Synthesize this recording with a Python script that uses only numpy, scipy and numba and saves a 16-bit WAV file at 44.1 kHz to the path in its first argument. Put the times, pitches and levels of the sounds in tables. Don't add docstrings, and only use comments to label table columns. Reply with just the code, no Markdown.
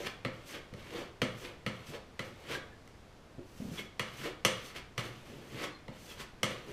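import sys
import numpy as np
from scipy import signal
from scipy.fft import rfft, irfft
from scipy.io import wavfile
from scipy.ndimage import uniform_filter1d
from numba import njit

SR = 44100
rng = np.random.default_rng(int(sys.argv[2]) if len(sys.argv) > 2 else 0)


def transcribe(signal):
    frames = np.atleast_2d(signal).T
    limited = np.clip(frames, -1, 1)
    pcm = np.round(limited * 32767).astype(np.int16)
    wavfile.write(sys.argv[1], SR, pcm)


def convert_level_to_amplitude(level_db):
    exponent = np.asarray(level_db, float) / 20
    return 10 ** exponent


N = 296352


def unit(x):
    return x / np.sqrt(np.mean(x ** 2))


@njit
def resonator(x, hz, width):
    y, band, low = np.empty(len(x)), 0., 0.
    for i in range(len(x)):
        g = np.tan(np.pi * hz[i] / SR)
        damping = width / hz[i]
        v = (band + g * (x[i] - low)) / (1 + g * (g + damping))
        band = 2 * v - band
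        low += 2 * g * v
        y[i] = damping * v
    return y


def body(x, peaks):
    total = np.zeros(len(x))
    for k, (hz, width, db) in enumerate(peaks):
        mode = resonator(x, np.full(len(x), 1. * hz), 1. * width)
        total += (-1) ** k * convert_level_to_amplitude(db) * unit(mode)
    return unit(total)


def walk(rate):
    hold = int(SR / rate)
    levels = np.repeat(rng.standard_normal(N // hold + 1), hold)
    return 0.7 * uniform_filter1d(levels, hold)[:N]


def add(out, s, x):
    i = int(s * SR)
    out[i:i + len(x)] += x[:N - i]


# frequency in Hz, level in dB per Hz.
HUM_COLOUR = [(20, -4), (90, -3.5), (130, -7), (220, -8.5), (550, -13.5), (5000, -30.5), (12500, -44.5),
              (15500, -51)]


def hum():
    hz, db = np.transpose(HUM_COLOUR)
    f = np.arange(1, N // 2 + 2) * SR / N
    colour = convert_level_to_amplitude(np.interp(np.log(f), np.log(hz), db))
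    air = irfft(rfft(rng.standard_normal(N)) * colour, N)
    return unit(air) * convert_level_to_amplitude(-55 + 0.36 * walk(3.2))


# start in seconds, end in seconds, rasp level in dB, # panel
# rumble in dB relative to the rasp, cavity drone in dB relative to the rasp.
DRAG_STROKES = [(-.03, 0.057, -45, -17, 4.5), (0.306, .47, -58, -5, -1), (0.75, 0.955, -55.5, 1, -1),
                (1.284, 1.442, -57, 7, -2), (1.72, 1.877, -55, -18, -3), (1.871, 1.93, -55.5, 12, -3),
                (3.767, 3.836, -58.5, 17.5, -10), (4.19, 4.285, -56, 12.5, -3),
                (5.519, 5.602, -55.5, 14.5, 10.5), (6.657, 6.765, -60, 11.5, 8), (2.603, 2.713, -66, 4, 11),
                (2.226, 2.482, -60, -3, 5), (3.59, 3.786, -60, 10, 6), (4.05, 4.25, -52, -7, -17),
                (4.538, 4.747, -49.5, -9, -5), (5.07, 5.254, -54, 1, -7), (5.237, 5.584, -53.5, 6, 4),
                (5.905, 6.1, -58, 2, -14), (6.513, 6.707, -55.5, -2, -9)]


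def drags(t):
    edge_s, sag_db_per_s, hiss_db = 0.031, 23, -11.5
    power = np.zeros((4, N))
    for start, end, db, rumble_db, drone_db in DRAG_STROKES:
        on = slice(int(max(start, 0) * SR), int(end * SR))
        ends = np.clip(np.minimum(t[on] - start, end - t[on]) / edge_s, 0, 1)
        shape = ends * convert_level_to_amplitude(db - sag_db_per_s * (t[on] - start))
        power[:, on] += np.outer(convert_level_to_amplitude([0, hiss_db, rumble_db, drone_db]), shape) ** 2
    return power


# middle in seconds, half-length in seconds, hiss level in dB.
SKIM_STROKES = [(0.055, 0.17, -59), (.5, 0.089, -51), (0.953, 0.23, -63), (1.42, 0.13, -55.5),
                (1.89, 0.079, -54), (2.26, 0.11, -61), (2.42, 0.11, -66), (2.51, .08, -57),
                (3.635, 0.33, -59), (3.778, 0.15, -53), (4.21, 0.15, -53), (4.662, 0.1, -53),
                (5.055, 0.12, -58), (5.32, 0.32, -66), (5.5, .12, -60.5), (5.63, 0.069, -67),
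                (6.212, 0.065, -52.5), (4.776, .04, -54), (6.02, 0.14, -59.5), (6.105, 0.13, -54),
                (6.72, 0.12, -60)]


def skims(t):
    rasp_db, sharpness = -3, 3.9
    power = np.zeros((4, N))
    for s, length, db in SKIM_STROKES:
        on = slice(int(max(s - length, 0) * SR), int((s + length) * SR))
        shape = convert_level_to_amplitude(db) * np.abs(np.cos(np.pi / 2 * (t[on] - s) / length)) ** sharpness
        power[:2, on] += np.outer(convert_level_to_amplitude([rasp_db, 0]), shape) ** 2
    return power


# peak time in seconds, rasp level in dB, rise over 20 dB in seconds,
# fall over 20 dB in seconds, cavity drone in dB relative to the rasp.
BITE_STROKES = [(0.072, -32.5, 0.051, 0.014, -7.5), (0.551, -40, 0.096, 0.055, -2.5),
                (.992, -42, 0.19, 0.08, 2), (1.452, -43, 0.071, 0.094, 1),
                (1.897, -48.5, 0.071, 0.041, -10), (1.951, -43, 0.048, 0.036, 5),
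                (2.515, -38.5, 0.059, 0.056, -3.5), (2.551, -36, 0.12, 0.032, -3.5),
                (3.785, -44, 0.1, .06, -2), (3.795, -36.5, 0.017, 0.014, -9),
                (4.266, -38.5, .13, 0.057, -2.5), (4.763, -38.5, 0.028, 0.047, -10),
                (4.995, -34, .015, 0.03, -12), (5.049, -41.5, 0.046, 0.05, -1),
                (5.643, -34.5, 0.14, 0.044, -1), (6.116, -50.5, 0.081, 0.071, -1.5),
                (6.203, -38.5, 0.035, 0.046, -7.5), (6.51, -41, 0.039, 0.075, -1),
                (6.74, -46, 0.13, 0.042, 5.5)]


def bites(t):
    hiss_db, rumble_db = -16.5, -10
    linger = 1.22
    power = np.zeros((4, N))
    for s, db, rise, fall, drone_db in BITE_STROKES:
        on = slice(int(max(s - 3 * rise, 0) * SR), int((s + 5 * fall) * SR))
        before = np.maximum(s - t[on], 0) / rise
        after = np.maximum(t[on] - s, 0) / fall
        steel_shape = convert_level_to_amplitude(db - 20 * (before + after))
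        wood_shape = convert_level_to_amplitude(db - 20 * (before + after / linger))
        power[:2, on] += np.outer(convert_level_to_amplitude([0, hiss_db]), steel_shape) ** 2
        power[2:, on] += np.outer(convert_level_to_amplitude([rumble_db, drone_db]), wood_shape) ** 2
    return power


def efforts():
    t = np.arange(N) / SR
    return convert_level_to_amplitude(-4.0) * np.sqrt(1e-14 + drags(t) + skims(t) + bites(t))


def tears(spread_db, slip_db):
    size_db = spread_db * np.minimum(rng.exponential(size=N), 5)
    return rng.standard_normal(N) * convert_level_to_amplitude(size_db + slip_db * walk(90))


# frequency in Hz, width in Hz, level in dB.
RASP_MODES = [(790, 910, -3), (1133, 136, -1), (1334, 170, -3), (1920, 500, 0.5), (2200, 56, -6),
              (2736, 590, 0.5), (3330, 610, 2.5), (4400, 1300, -2.5)]
# frequency in Hz, width in Hz, level in dB.
HISS_MODES = [(4720, 2750, 2), (6180, 560, 2), (7640, 2200, -3.5), (10100, 900, -3.5), (12200, 5800, -2.5)]
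# frequency in Hz, width in Hz, level in dB.
RUMBLE_MODES = [(126.9, 19, -2), (180, 99, -2.5), (211.3, 36, -0.5)]
# frequency in Hz, width in Hz, level in dB.
DRONE_MODES = [(328.5, 99, -1), (498, 79, 0), (635, 264, -5.5)]


def pulls():
    rasp_gain, hiss_gain, rumble_gain, drone_gain = efforts()
    pressed_hz, free_hz = 2050, 2580
    chatter_hz = pressed_hz + (free_hz - pressed_hz) * np.minimum(hiss_gain / rasp_gain, 1)
    chatter = unit(resonator(tears(2.85, 1.2), chatter_hz, 800.0))
    rasp = body(tears(3.5, 4.2), RASP_MODES) + convert_level_to_amplitude(-2.0) * chatter
    hiss = body(tears(0.71, 1.8), HISS_MODES)
    rumble = body(tears(2.8, 0.79), RUMBLE_MODES)
    drone = body(tears(5.04, 3.15), DRONE_MODES)
    grit = unit(convert_level_to_amplitude(1.6 * walk(260)))
    return grit * (rasp_gain * unit(rasp) + hiss_gain * hiss) + rumble_gain * rumble + drone_gain * drone


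def ring(modes, scatter_db, rise_s):
    t = np.arange(SR // 3) / SR
    x = np.zeros(len(t))
    for hz, db, t60 in modes:
        strength, detune = rng.standard_normal(2)
        tone = np.sin(2 * np.pi * hz * (1 + 0.011 * detune) * t)
        x += convert_level_to_amplitude(db + scatter_db * strength) * tone * 1000 ** (-t / t60)
    x *= 1 - np.exp(-t / rise_s)
    return x / np.abs(x).max()


def radiated(peaks, size):
    f = np.arange(1, size // 2 + 2) * SR / size
    power = np.zeros(len(f))
    for hz, width, db in peaks:
        detuning = 1.85 * (f - hz ** 2 / f) / width
        power += convert_level_to_amplitude(2 * db) / width / (1 + detuning ** 2) ** 1.03
    return unit(np.roll(irfft(np.sqrt(power), size), SR // 500))


# frequency in Hz, width in Hz, level in dB.
BLADE_MODES = [(1120, 310, -4.5), (1363, 110, -5.5), (1864, 302, -0.5), (2200, 390, 0.5), (2876, 320, 0),
               (3290, 470, -2.5), (4200, 760, -7.5)]


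def struck_blade(s, bright_db):
    modes = []
    for hz, width, db in BLADE_MODES:
        if 2500 < hz < 3700:
            db = db + bright_db
        if hz < 1500:
            db = db + 1 * np.sign((s - 3.5) * (1255 - hz))
        modes.append((hz, width, db))
    return modes


# frequency in Hz, width in Hz, level in dB.
EDGE_MODES = [(5040, 330, -5.5), (6030, 500, 6.5), (7230, 4800, 5), (8830, 2400, 4.5), (11000, 790, -5),
              (12860, 2100, -4.5)]
# frequency in Hz, level in dB, 60 dB decay in seconds.
BOOM_MODES = [(121.8, -2, 0.15), (189, -13.5, 0.076), (199.7, 0.5, 0.073), (250.6, -7, 0.082)]
# frequency in Hz, level in dB, 60 dB decay in seconds.
HOLLOW_MODES = [(349, -5.5, 0.06), (454, -3, 0.05), (502.6, 3.5, 0.056), (621, -3, 0.053)]
# start in seconds, blade peak in dB, then boom, hollow and edge in dB relative to the blade.
LANDINGS = [(0.249, -25, -8, -6.5, -47), (0.7378, -42, -3.5, -3.5, -13), (1.2177, -16, -13, -9, -23.5),
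            (1.6635, -21, -11, -12, -26), (2.1926, -26, -13.5, -11.5, -21.5), (2.876, -45, -12, -27, -10),
            (3.9954, -21, -17, -12.5, -18), (4.4494, -12, -18.5, -12.5, -11),
            (4.9786, -24.5, -11, -11.5, -15), (5.8812, -39.5, -0.5, -1.5, -28),
            (6.4312, -18.5, -15, -10.5, -11)]


def knocks():
    near, far = np.zeros((2, N))
    t = np.arange(SR // 10) / SR
    for s, db, boom_db, hollow_db, edge_db in LANDINGS:
        bright_db = max(0.23 * (db + edge_db + 36.5), -4.5)
        spread_s = 0.0068 * np.clip((db + 59) / 26, .2, 1)
        envelope = np.clip(t / 0.00077, 0, 1) * np.exp(-(t / spread_s) ** 2)
        contacts = rng.standard_normal((2, len(t))) * envelope
        contacts[:, SR // 1500] += 5.5
        blade = struck_blade(s, bright_db)
        steel = body(contacts[0], blade)
        edge = body(contacts[1], EDGE_MODES)
        steel_gain = convert_level_to_amplitude(db) / np.abs(steel).max()
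        edge_gain = convert_level_to_amplitude(db + edge_db + 4.0) / np.abs(edge).max()
        boom = convert_level_to_amplitude(boom_db + 3.5) * ring(BOOM_MODES, 3.3, 0.012)
        hollow = convert_level_to_amplitude(hollow_db + 1.5) * ring(HOLLOW_MODES, 1.3, 0.0038)
        wood = convert_level_to_amplitude(db) * (boom + hollow)
        add(near, s - .0008, steel_gain * steel + edge_gain * edge)
        add(far, s, steel_gain * radiated(blade, len(t)) + edge_gain * radiated(EDGE_MODES, len(t)))
        add(near, s, wood)
        add(far, s, wood)
    return near, far


# middle in seconds, length in seconds, pitch in Hz, glide in Hz,
# rms level in dB.
EDGE_SQUEAKS = [
    (0.505, 0.074, 6350, 0, -66),
    (0.538, .03, 4400, 11, -70),
    (0.844, .05, 2200, 0, -56.5),
    (1.0, .1, 5800, 0, -67),
    (2.557, 0.03, 1640, 0, -39),
    (2.729, .06, 1720, 4, -63),
    (3.794, 0.038, 2170, 7, -46.5),
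    (3.785, 0.033, 3310, -300, -43),
    (5.746, 0.11, 4200, -100, -63),
    (6.107, .07, 3340, -350, -53.5),
]


def squeaks():
    out = np.zeros(N)
    for s, length, hz, glide_hz, db in EDGE_SQUEAKS:
        u = np.linspace(-.5, .5, int(length * SR))
        tone = unit(resonator(rng.standard_normal(len(u)), hz + glide_hz * u, 61.0))
        add(out, s - length / 2, convert_level_to_amplitude(db) * np.cos(np.pi * u) ** 2 * tone)
    return out


# start in seconds, peak in dB, pitch in Hz, 60 dB decay in seconds.
PANEL_BUMPS = [
    (0.728, -32.5, 148, 0.03),
    (0.945, -29, 475, 0.11),
    (3.383, -31.5, 130, 0.022),
    (3.392, -28, 340, 0.015),
    (3.601, -27.5, 166, 0.048),
    (3.618, -26, 220, 0.061),
    (3.651, -27, 200, 0.036),
    (3.681, -31.5, 231, 0.041),
    (3.716, -28.5, 165, 0.045),
    (5.884, -35.5, 910, 0.0068),
]


def bumps():
    out = np.zeros(N)
    for s, db, hz, t60 in PANEL_BUMPS:
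        modes = [(hz, 3, t60)]
        modes += [(f, d - 6, t60) for f, d, _ in BOOM_MODES]
        modes += [(f, d - 14.5, t60) for f, d, _ in HOLLOW_MODES]
        add(out, s, convert_level_to_amplitude(db - 5.5) * ring(modes, 3.3, 0.0044))
    return out


# frequency in Hz, 60 dB decay in seconds, level in dB against direct.
WALL_TAIL = [(137, 0.72, -6), (231, 0.31, -1.5), (477, 0.44, -2), (1000, 0.42, 2.5), (2090, 0.46, -3.5),
             (4400, 0.43, -3.5), (8550, 0.29, -5.5), (13000, 0.34, -15)]
# delay in seconds, level in dB.
FIRST_ECHOES = [(.007, -15), (0.012, -12.5), (0.018, -19.5), (.031, -26)]


def workshop(near, far):
    t = np.arange(SR * 3 // 4) / SR
    onset = np.clip((t - .005) / 0.0033, 0, 1)
    response, heard = np.zeros(len(t)), near.copy()
    wall_hz, wall_t60, wall_db = np.transpose(WALL_TAIL)
    for hz in 90 * 2 ** (np.arange(23) / 3):
        t60 = np.interp(np.log(hz), np.log(wall_hz), wall_t60)
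        db = np.interp(np.log(hz), np.log(wall_hz), wall_db)
        centre = np.full(len(t), hz)
        band = resonator(rng.standard_normal(len(t)), centre, hz / 3)
        band = resonator(band, centre, hz / 3)
        tail = band * onset * 1000 ** (-t / t60)
        response += tail * convert_level_to_amplitude(db) * np.sqrt(hz / SR / 2 / np.sum(tail ** 2))
    for s, db in FIRST_ECHOES:
        add(heard, s, convert_level_to_amplitude(db) * near)
    return heard + signal.fftconvolve(far, response)[:N]


def scene():
    air, pull = hum(), pulls()
    knock_near, knock_far = knocks()
    squeak, bump = squeaks(), bumps()
    near = knock_near + bump + pull + squeak
    far = knock_far + convert_level_to_amplitude(-1.5) * bump + convert_level_to_amplitude(-1) * pull + convert_level_to_amplitude(-5.5) * squeak
    return (workshop(near, far) + air)[None]


def band_limit(x):
    return signal.sosfilt(signal.butter(12, 16480, fs=SR, output="sos"), x)


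def record(dry):
    top_cut = signal.ellip(8, .2, 31.0, 15250, fs=SR, output="sos")
    soft = signal.sosfilt(top_cut, dry)
    return band_limit(soft)


dry = scene()
out = record(dry)
transcribe(out)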